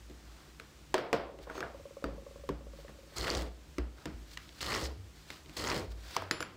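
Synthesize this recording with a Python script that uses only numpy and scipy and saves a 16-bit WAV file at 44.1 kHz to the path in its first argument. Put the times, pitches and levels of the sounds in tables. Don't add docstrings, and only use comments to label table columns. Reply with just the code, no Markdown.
import sys
import numpy as np
from scipy import signal
from scipy.fft import rfft, irfft, next_fast_len
from scipy.io import wavfile
from scipy.ndimage import uniform_filter1d

SR = 44100
rng = np.random.default_rng(int(sys.argv[2]) if len(sys.argv) > 2 else 0)


def wav_record(signal):
    frames = np.transpose(np.atleast_2d(signal))
    bounded = np.clip(frames, -1, 1)
    quanta = np.round(bounded * 32767).astype(np.int16)
    wavfile.write(sys.argv[1], SR, quanta)


def attenuation_scalar(level_db):
    decades = np.asarray(level_db, float) / 20
    return 10 ** decades


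N = 289516

# f/Hz, relative level/dB, t60/s
WOOD = [(147.5, 2.5, 0.21), (213.2, -0.5, 0.21), (295.7, 3, 0.16), (335, 0.5, 0.061), (369.5, 7.5, 0.091),
        (451.2, 4.5, 0.1), (502, 1, 0.094), (657, -3, 0.19)]
# f/Hz, t60/s
ROOM_DECAY = [(150, 0.7), (500, 0.57), (1500, 0.4), (3200, 0.41), (5000, 0.36), (6500, 0.16), (12000, 0.28)]


def evened(x):
    return x / np.sqrt(np.mean(x ** 2) + 1e-20)


def read(points, hz):
    f, value = np.transpose(points)
    return np.interp(np.log(hz + 1), np.log(f + 1), value)


def add(mix, s, sound):
    part = mix[round(s * SR):][:len(sound)]
    part += sound[:len(part)]


def filtered(x, response):
    n = x.shape[-1]
    size = next_fast_len(n)
    gain = attenuation_scalar(read(response, np.fft.rfftfreq(size, 1 / SR)))
    return irfft(rfft(x, size) * gain, size)[..., :n]


def coloured(x, spectrum):
    return evened(filtered(x, spectrum))


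def resonate(x, hz, width_hz):
    turn = np.exp(2j * np.pi * np.cumsum(hz * np.ones(len(x))) / SR)
    r = np.exp(-np.pi * width_hz / SR)
    return 2 * (turn * signal.lfilter([1 - r], [1, -r], x / turn)).real


def resonate_twice(x, hz, width_hz):
    return resonate(resonate(x, hz, width_hz), hz, width_hz)


def ring(modes, spread=0., seconds=.5):
    t = np.arange(round(seconds * SR)) / SR
    out = np.zeros(len(t))
    for hz, db, t60_s in modes:
        level_chance, pitch_chance = rng.standard_normal(2)
        decay = attenuation_scalar(db + 100 * spread * level_chance - 60 * t / t60_s)
        out += decay * np.sin(2 * np.pi * hz * (1 + spread * pitch_chance) * t)
    return out


def crack(hz, cycles, spread):
    t = np.arange(1500) / SR
    puff = rng.standard_normal(len(t)) * np.exp(-t * hz / cycles) * (1 - np.exp(-t / 0.000086))
    sound = resonate_twice(puff, hz, spread * hz) + 0.017 * puff
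    return sound / abs(sound).max()


def split(x, low_gain, high_gain):
    lows = signal.sosfiltfilt(signal.butter(2, 3000, "low", fs=SR, output="sos"), x)
    return low_gain * evened(lows) + high_gain * evened(x - lows)


def arch(start_s, length_s, top, db, drop_db):
    bite_s, lift_s = .004, .025
    u = (np.arange(N) / SR - start_s) / length_s
    top = np.clip(top, .05, .95)
    away = np.where(u < top, 1 - u / top, (u - top) / (1 - top))
    ends = np.clip(u * length_s / bite_s, 0, 1) * np.clip((1 - u) * length_s / lift_s, 0, 1)
    return ends * attenuation_scalar(db - drop_db * np.minimum(away, 1) ** 1.44)


def pressure():
    # start/s, length/s, peak position/share of length, scrape under 3 kHz/dB, treble over 3 kHz/dB, boards/dB
    strokes = [(3.159, 0.28, 0.46, -39, -43, -34), (4.604, 0.28, 0.42, -37, -40, -37),
               (5.563, .25, 0.6, -35.5, -41, -34)]
    late_share, linger_s = 0.017, 0.064
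    gains = np.zeros((3, N))
    for s, length_s, top, scrape_db, treble_db, boards_db in strokes:
        gains[0] += arch(s, length_s, top, scrape_db, drop_db=21.5)
        gains[1] += arch(s, length_s, top, treble_db, drop_db=2)
        gains[2] += arch(s, length_s + linger_s, top + late_share, boards_db, drop_db=14)
    return gains


def boom():
    # t/s, f/Hz, level/dB, t60/s
    booms = [(0.0, 57.7, -51.5, 4.3), (0.7, 54.5, -61, 0.68), (1.17, 58.7, -41.5, 0.77),
             (1.4, 54.8, -43, 0.53), (1.63, 61.3, -45, 0.35), (2.046, 54.8, -33, 0.55),
             (2.38, 59, -44, 0.36), (2.5, 58.5, -33, 0.44), (2.65, 52.8, -44.5, 0.55),
             (2.8, 54.6, -55.5, 1.9), (3.177, 58.6, -33, 0.54), (3.358, 58.7, -26, 0.59),
             (3.785, 59.2, -23.5, 0.37), (4.06, 66, -40, .4), (4.131, 53.8, -43, 0.76),
             (4.621, 64.5, -41, .5), (4.82, 67, -30, 0.55), (4.97, 95.5, -36.5, 0.29),
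             (5.399, 72, -51.5, .6), (5.59, 70.8, -43, 0.49), (5.76, 94.5, -40, 0.77),
             (5.87, 55.5, -35.5, 0.76), (6.181, 94.6, -40.5, 1.02), (6.36, 69, -57, 1)]
    out, t = np.zeros(N), np.arange(SR) / SR
    rise = 1 - np.exp(-(t / 0.015) ** 2)
    for s, hz, db, t60_s in booms:
        add(out, s, ring([(hz, db, t60_s)], seconds=1.) * rise)
    return out


def hum():
    lower = resonate_twice(rng.standard_normal(N), 57, 25)
    upper = resonate_twice(rng.standard_normal(N), 99, 45)
    boards_gain = pressure()[2]
    lower_gain = attenuation_scalar(-62.5) + attenuation_scalar(-13.5) * boards_gain
    upper_gain = attenuation_scalar(-78) + attenuation_scalar(-11.5) * boards_gain
    return lower_gain * evened(lower) + upper_gain * evened(upper)


def hiss():
    # f/Hz, relative level/dB
    hiss_spectrum = [(53, -17), (90, 1), (125, -7), (154, 5.5), (180, -12.5), (205, -0.5), (240, -7.5),
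                     (312, -1), (414, -9), (870, -13), (2300, -14.5), (5200, -16.5), (16500, -23.5)]
    return attenuation_scalar(-59.5) * coloured(rng.standard_normal(N), hiss_spectrum)


def brushes():
    # start/s, length/s, peak position/share of length, level under 3 kHz/dB, level over 3 kHz/dB
    gestures = [(0.05, 0.55, 0.67, -67.5, -66.5), (1.401, 0.066, .4, -64, -55.5),
                (1.45, 0.074, 1, -46.5, -78), (1.501, 0.103, 1, -45, -50), (1.613, .12, 0.13, -43, -90),
                (2.692, 0.19, 0.66, -66.5, -62), (2.868, 0.076, 0.26, -60, -70),
                (3.077, 0.16, 0.78, -57.5, -54.5), (3.95, 0.13, 0.34, -59.5, -60.5),
                (4.256, 0.12, 0.7, -80, -55), (4.38, 0.29, .1, -90, -61.5), (4.522, 0.094, 1, -64, -56),
                (5.136, 0.16, 0.21, -73, -61.5), (5.255, 0.18, 0.29, -61, -53), (5.456, 0.16, 1, -62, -54),
                (5.898, 0.042, 0.55, -66, -52.5), (5.967, 0.34, 0.57, -56, -49.5)]
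    # f/Hz, relative level/dB
    rub_spectrum = [(300, 10), (700, 14.5), (1500, 13.5), (3000, -3), (4400, -2.5), (6500, -12.5),
                    (16000, -16)]
    # start/s, length/s, peak position/share of length, level/dB
    squeak_gesture = (1.505, .12, .8, -58)
    squeak_hz, drop_db = 6450, 18
    grain_db = 1.8 * evened(uniform_filter1d(rng.standard_normal(N), size=300))
    rub = rng.standard_normal(N) * attenuation_scalar(grain_db)
    squeak = evened(resonate(resonate(rub, squeak_hz, 365), squeak_hz, 350))
    low_gain, high_gain = np.zeros((2, N))
    for s, length_s, top, low_db, high_db in gestures:
        low_gain += arch(s, length_s, top, low_db, drop_db)
        high_gain += arch(s, length_s, top, high_db, drop_db)
    return split(coloured(rub, rub_spectrum), low_gain, high_gain) + arch(*squeak_gesture, drop_db) * squeak


def room(x):
    taps = np.zeros(SR)
    at = np.arange(200, SR - 20, 20)
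    taps[at + rng.integers(0, 20, len(at))] = rng.choice([-1., 1.], len(at))
    hz, t, z = signal.stft(taps, SR, nperseg=256)
    decay = attenuation_scalar(-60 * t / read(ROOM_DECAY, hz)[:, None])
    tail = signal.istft(z * decay, SR, nperseg=256)[1]
    return signal.fftconvolve(x, tail / np.linalg.norm(tail))[:N]


def afterglow(colour):
    hz, t = np.fft.rfftfreq(256, 1 / SR)[:, None], np.arange(400) * 64 / SR
    a, b = rng.standard_normal((2, 129, 400))
    z = (a + 1j * b) * colour(hz) * attenuation_scalar(-60 * t / read(ROOM_DECAY, hz))
    tail = signal.istft(z, nperseg=256, noverlap=192)[1]
    return tail * (1 - np.exp(-np.arange(len(tail)) / 71.0))


def knocks():
    # t/s, crack peak/dB, crack centre f/Hz, thud gain/dB, thud f/Hz, tick gain/dB
    blows = [(0.098, -66, 930, -51.5, 264, -50), (0.598, -38.5, 1352, -60.5, 349, -37),
             (0.942, -18, 933, -21, 657, -14.5), (0.98, -26, 1360, -25, 560, -26),
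             (1.129, -20.5, 1030, -17, 559, -16), (1.388, -77, 1190, -46, 560, -44.5),
             (1.471, -41, 1050, -48, 546, -57), (1.499, -31, 1520, -43.5, 677, -60),
             (1.553, -42, 1030, -39.5, 675, -44), (1.579, -35, 1420, -45, 430, -50),
             (1.605, -33, 1370, -41.5, 430, -31.5), (1.627, -25, 1510, -37.5, 625, -66),
             (2.041, -26.5, 1130, -30.5, 270, -33.5), (2.49, -27.5, 1010, -33, 242, -33),
             (2.882, -44, 1990, -54, 216, -55), (3.783, -35, 1070, -35.5, 284, -27),
             (3.983, -46, 1404, -64, 147, -50), (4.056, -39, 930, -38, 188, -28),
             (4.373, -32.5, 2070, -73, 377, -32), (4.491, -45, 3140, -67, 149, -45.5),
             (5.303, -37.5, 1870, -56, 241, -32.5), (5.46, -44, 3520, -59, 213, -51),
             (5.495, -51, 3075, -55.5, 156, -44), (6.165, -16.5, 1080, -32.5, 780, -17),
             (6.221, -26.5, 900, -43.5, 500, -41), (6.311, -13.5, 4170, -35, 344, -11.5),
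             (6.405, -24, 1360, -40, 325, -22), (6.426, -25, 1470, -61, 291, -24)]
    # f/Hz, relative level/dB
    tick_spectrum = [(900, 2.5), (2000, 10.5), (3000, 6), (5000, 3), (8000, -5.5), (16000, -11)]
    # f/Hz, relative level/dB
    wall_spectrum = [(300, 4), (700, -2), (1300, 12.5), (2200, 7), (3300, 4.5), (3800, -0.5), (5200, 4),
                     (6000, -4), (16000, -29)]
    thud_tail_db, crack_echo_db, tick_echo_db = 16, -47, -44
    out, t = np.zeros(N), np.arange(SR // 2) / SR
    edge = np.exp(-t[:800] / 0.0019) * (1 - np.exp(-t[:800] / 0.00041))
    thud_rise = 1 - np.exp(-t / 0.0024)
    for s, crack_db, crack_hz, thud_db, thud_hz, tick_db in blows:
        near = []
        for hz, db, t60_s in WOOD:
            db_per_octave = 5 if hz > thud_hz else 11
            near.append((hz, db - db_per_octave * abs(np.log2(hz / thud_hz)), t60_s))
        tick = coloured(rng.standard_normal(800), tick_spectrum) * edge
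        add(out, s, attenuation_scalar(crack_db) * crack(crack_hz, cycles=2.44, spread=0.38))
        add(out, s, attenuation_scalar(tick_db) * tick)
        add(out, s, attenuation_scalar(thud_db) * ring(near, spread=0.034) * thud_rise)

        def colour(f):
            crack_hump_db = -8.1 * abs(np.log2((f + 30) / crack_hz))
            echo = attenuation_scalar(crack_db + crack_echo_db + crack_hump_db) + attenuation_scalar(tick_db + tick_echo_db)
            thud_hump_db = -8.5 * abs(np.log2((f + 30) / thud_hz))
            thud = attenuation_scalar(thud_db + thud_tail_db + thud_hump_db) / np.sqrt(thud_hz)
            return thud + echo * attenuation_scalar(read(wall_spectrum, f))
        add(out, s, afterglow(colour))
    return out


def rocker():
    # t/s, gain of first touch/dB, gain of touch on the swing back/dB
    rocks = [(1.295, -36, -41), (1.388, -41.5, -55), (1.47, -40.5, -60), (1.745, -37.5, -45),
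             (1.854, -39, -45), (1.968, -37, -39), (2.085, -32, -42), (2.18, -39, -47), (2.265, -37.5, -46),
             (2.358, -39.5, -48), (2.437, -41, -54), (2.517, -36, -57), (2.607, -43, -42.5),
             (2.734, -43.5, -45), (2.847, -44, -49), (2.946, -52, -49), (3.032, -51, -54),
             (3.121, -51, -60)]
    # f/Hz, relative level/dB, t60/s
    hollow_modes = [(547.4, 5.5, 0.065), (500, 13.5, 0.024), (1110, 7, 0.015)]
    back_share, longest_swing_s = .475, .13
    out, t = np.zeros(N), np.arange(SR // 2) / SR
    rise = 1 - np.exp(-t / 0.0091)
    swings_s = np.minimum(np.diff([s for s, *_ in rocks], append=N), longest_swing_s)
    for (s, db, back_db), swing_s in zip(rocks, swings_s):
        for at_s, touch_db in (s, db), (s + back_share * swing_s, back_db):
            add(out, at_s, attenuation_scalar(touch_db) * ring(hollow_modes, spread=0.011) * rise)
    return out


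def steel():
    # f/Hz, level/dB, t60/s
    ping = (2.041, [(4650, -54, .2)])
    # t/s, gain/dB, free ringing before damping/s
    steel_hits = [(6.311, -45, .092), (6.404, -45, .023)]
    # f/Hz, relative level/dB, t60/s
    steel_modes = [(7174, 0, .45), (10148, 2, .4), (13390, -5, .12), (12800, -12, .12), (9700, -10, .1)]
    out, t = np.zeros(N), np.arange(SR // 2) / SR
    add(out, ping[0], ring(ping[1]))
    for s, db, free_s in steel_hits:
        damping_db = 310 * np.maximum(t - free_s, 0)
        add(out, s, attenuation_scalar(db - damping_db) * ring(steel_modes))
    return out


def fibre_snaps():
    clumps = uniform_filter1d(uniform_filter1d(rng.standard_normal(N), size=110), size=110)
    snap_db = 2.3 * np.minimum(rng.exponential(1, N), 4)
    snaps = rng.standard_normal(N) * (rng.random(N) < 2000 / SR) * attenuation_scalar(snap_db)
    return (evened(snaps) + 0.99 * rng.standard_normal(N)) * attenuation_scalar(3 * evened(clumps))


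def snags(gain):
    per_s, low_hz, high_hz = 160, 1300, 6500
    out = np.zeros(N)
    for at in np.flatnonzero((rng.random(N) < per_s / SR) & (gain > 0)):
        hz = low_hz * (high_hz / low_hz) ** rng.random()
        size = gain[at] * attenuation_scalar(5.5 + 3.5 * rng.standard_normal())
        add(out, at / SR, size * crack(hz, cycles=hz / 2500, spread=2000 / hz))
    return out


def catches():
    # t/s, peak/dB, ring f/Hz
    edge_catches = [(3.162, -42, 4560), (3.183, -23, 6310), (3.211, -21.5, 4290), (3.245, -24, 3300),
                    (3.27, -27, 1970), (3.28, -18, 1710), (3.302, -13, 4250), (3.31, -24, 2110),
                    (3.35, -19, 4500), (3.42, -44, 1890), (4.607, -30.5, 2920), (4.644, -30, 1950),
                    (4.721, -20, 2142), (4.742, -20, 3000), (4.76, -20.5, 1200), (4.856, -28, 4290),
                    (5.567, -35, 3080), (5.673, -22, 1980), (5.687, -23, 1765), (5.698, -23, 1920),
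                    (5.716, -19, 2140)]
    out = np.zeros(N)
    for s, db, hz in edge_catches:
        add(out, s, attenuation_scalar(db) * crack(hz, cycles=hz / 1000, spread=1700 / hz))
    return out


def knife():
    # f/Hz, relative level/dB
    tear_spectrum = [(400, -44), (800, -21), (1070, -50), (1550, -4), (2000, 9.5), (3000, -28), (4280, 1),
                     (5700, -10.5), (8400, -12), (16000, -20)]
    # f/Hz, width of each of two passes/Hz, relative level/dB
    blade_modes = [(1070, 580, 29), (1830, 290, 21.5), (3000, 870, 18), (4290, 450, -34), (5130, 460, 13),
                   (6260, 210, 0)]
    low_gain, high_gain, boards_gain = pressure()
    drive = fibre_snaps()
    rung = np.zeros(N)
    for k, (hz, width_hz, db) in enumerate(blade_modes):
        shifted_snaps = np.roll(drive, 997 * k)
        rung += attenuation_scalar(db) * resonate_twice(shifted_snaps, hz, width_hz)
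    scrape = coloured(drive, tear_spectrum) + 1.18 * evened(rung)
    rubbing = evened(drive) + 1.53 * rng.standard_normal(N)
    boards = sum(attenuation_scalar(db) * resonate(rubbing, hz, 90) for hz, db, _ in WOOD)
    stroke = split(scrape, low_gain, high_gain) + boards_gain * evened(boards)
    return stroke + snags(low_gain + high_gain) + catches()


def scene():
    rubbed = brushes() + knife()
    echoed = rubbed + attenuation_scalar(-13.5) * room(rubbed)
    return (boom() + hum() + hiss() + echoed + knocks() + rocker() + steel())[None]


def gain_control(heard):
    power_db = 10 * np.log10(abs(uniform_filter1d(heard[0] ** 2, size=900)) + 1e-12)
    fall_db = np.arange(N) * 55.0 / SR
    held_db = np.maximum.accumulate(power_db + fall_db) - fall_db
    over_db = np.maximum(held_db + 44, 0)
    lagged_db = signal.lfilter([.002], [1, -.998], over_db)
    return heard * attenuation_scalar(-.35 * lagged_db)


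def top_cut(x):
    return signal.sosfilt(signal.butter(12, 16640, fs=SR, output="sos"), x)


def record(dry):
    # f/Hz, gain/dB
    mic_response = [(25, -1), (40, -5), (52, 3), (7500, 0), (8500, -1), (9300, -7.5), (10500, -3.5),
                    (12000, -12), (13300, -1), (14500, -6), (15500, -1.5), (16300, -27)]
    heard = filtered(dry, mic_response)
    mix = gain_control(heard)
    return top_cut(mix)


dry = scene()
out = record(dry)
wav_record(out)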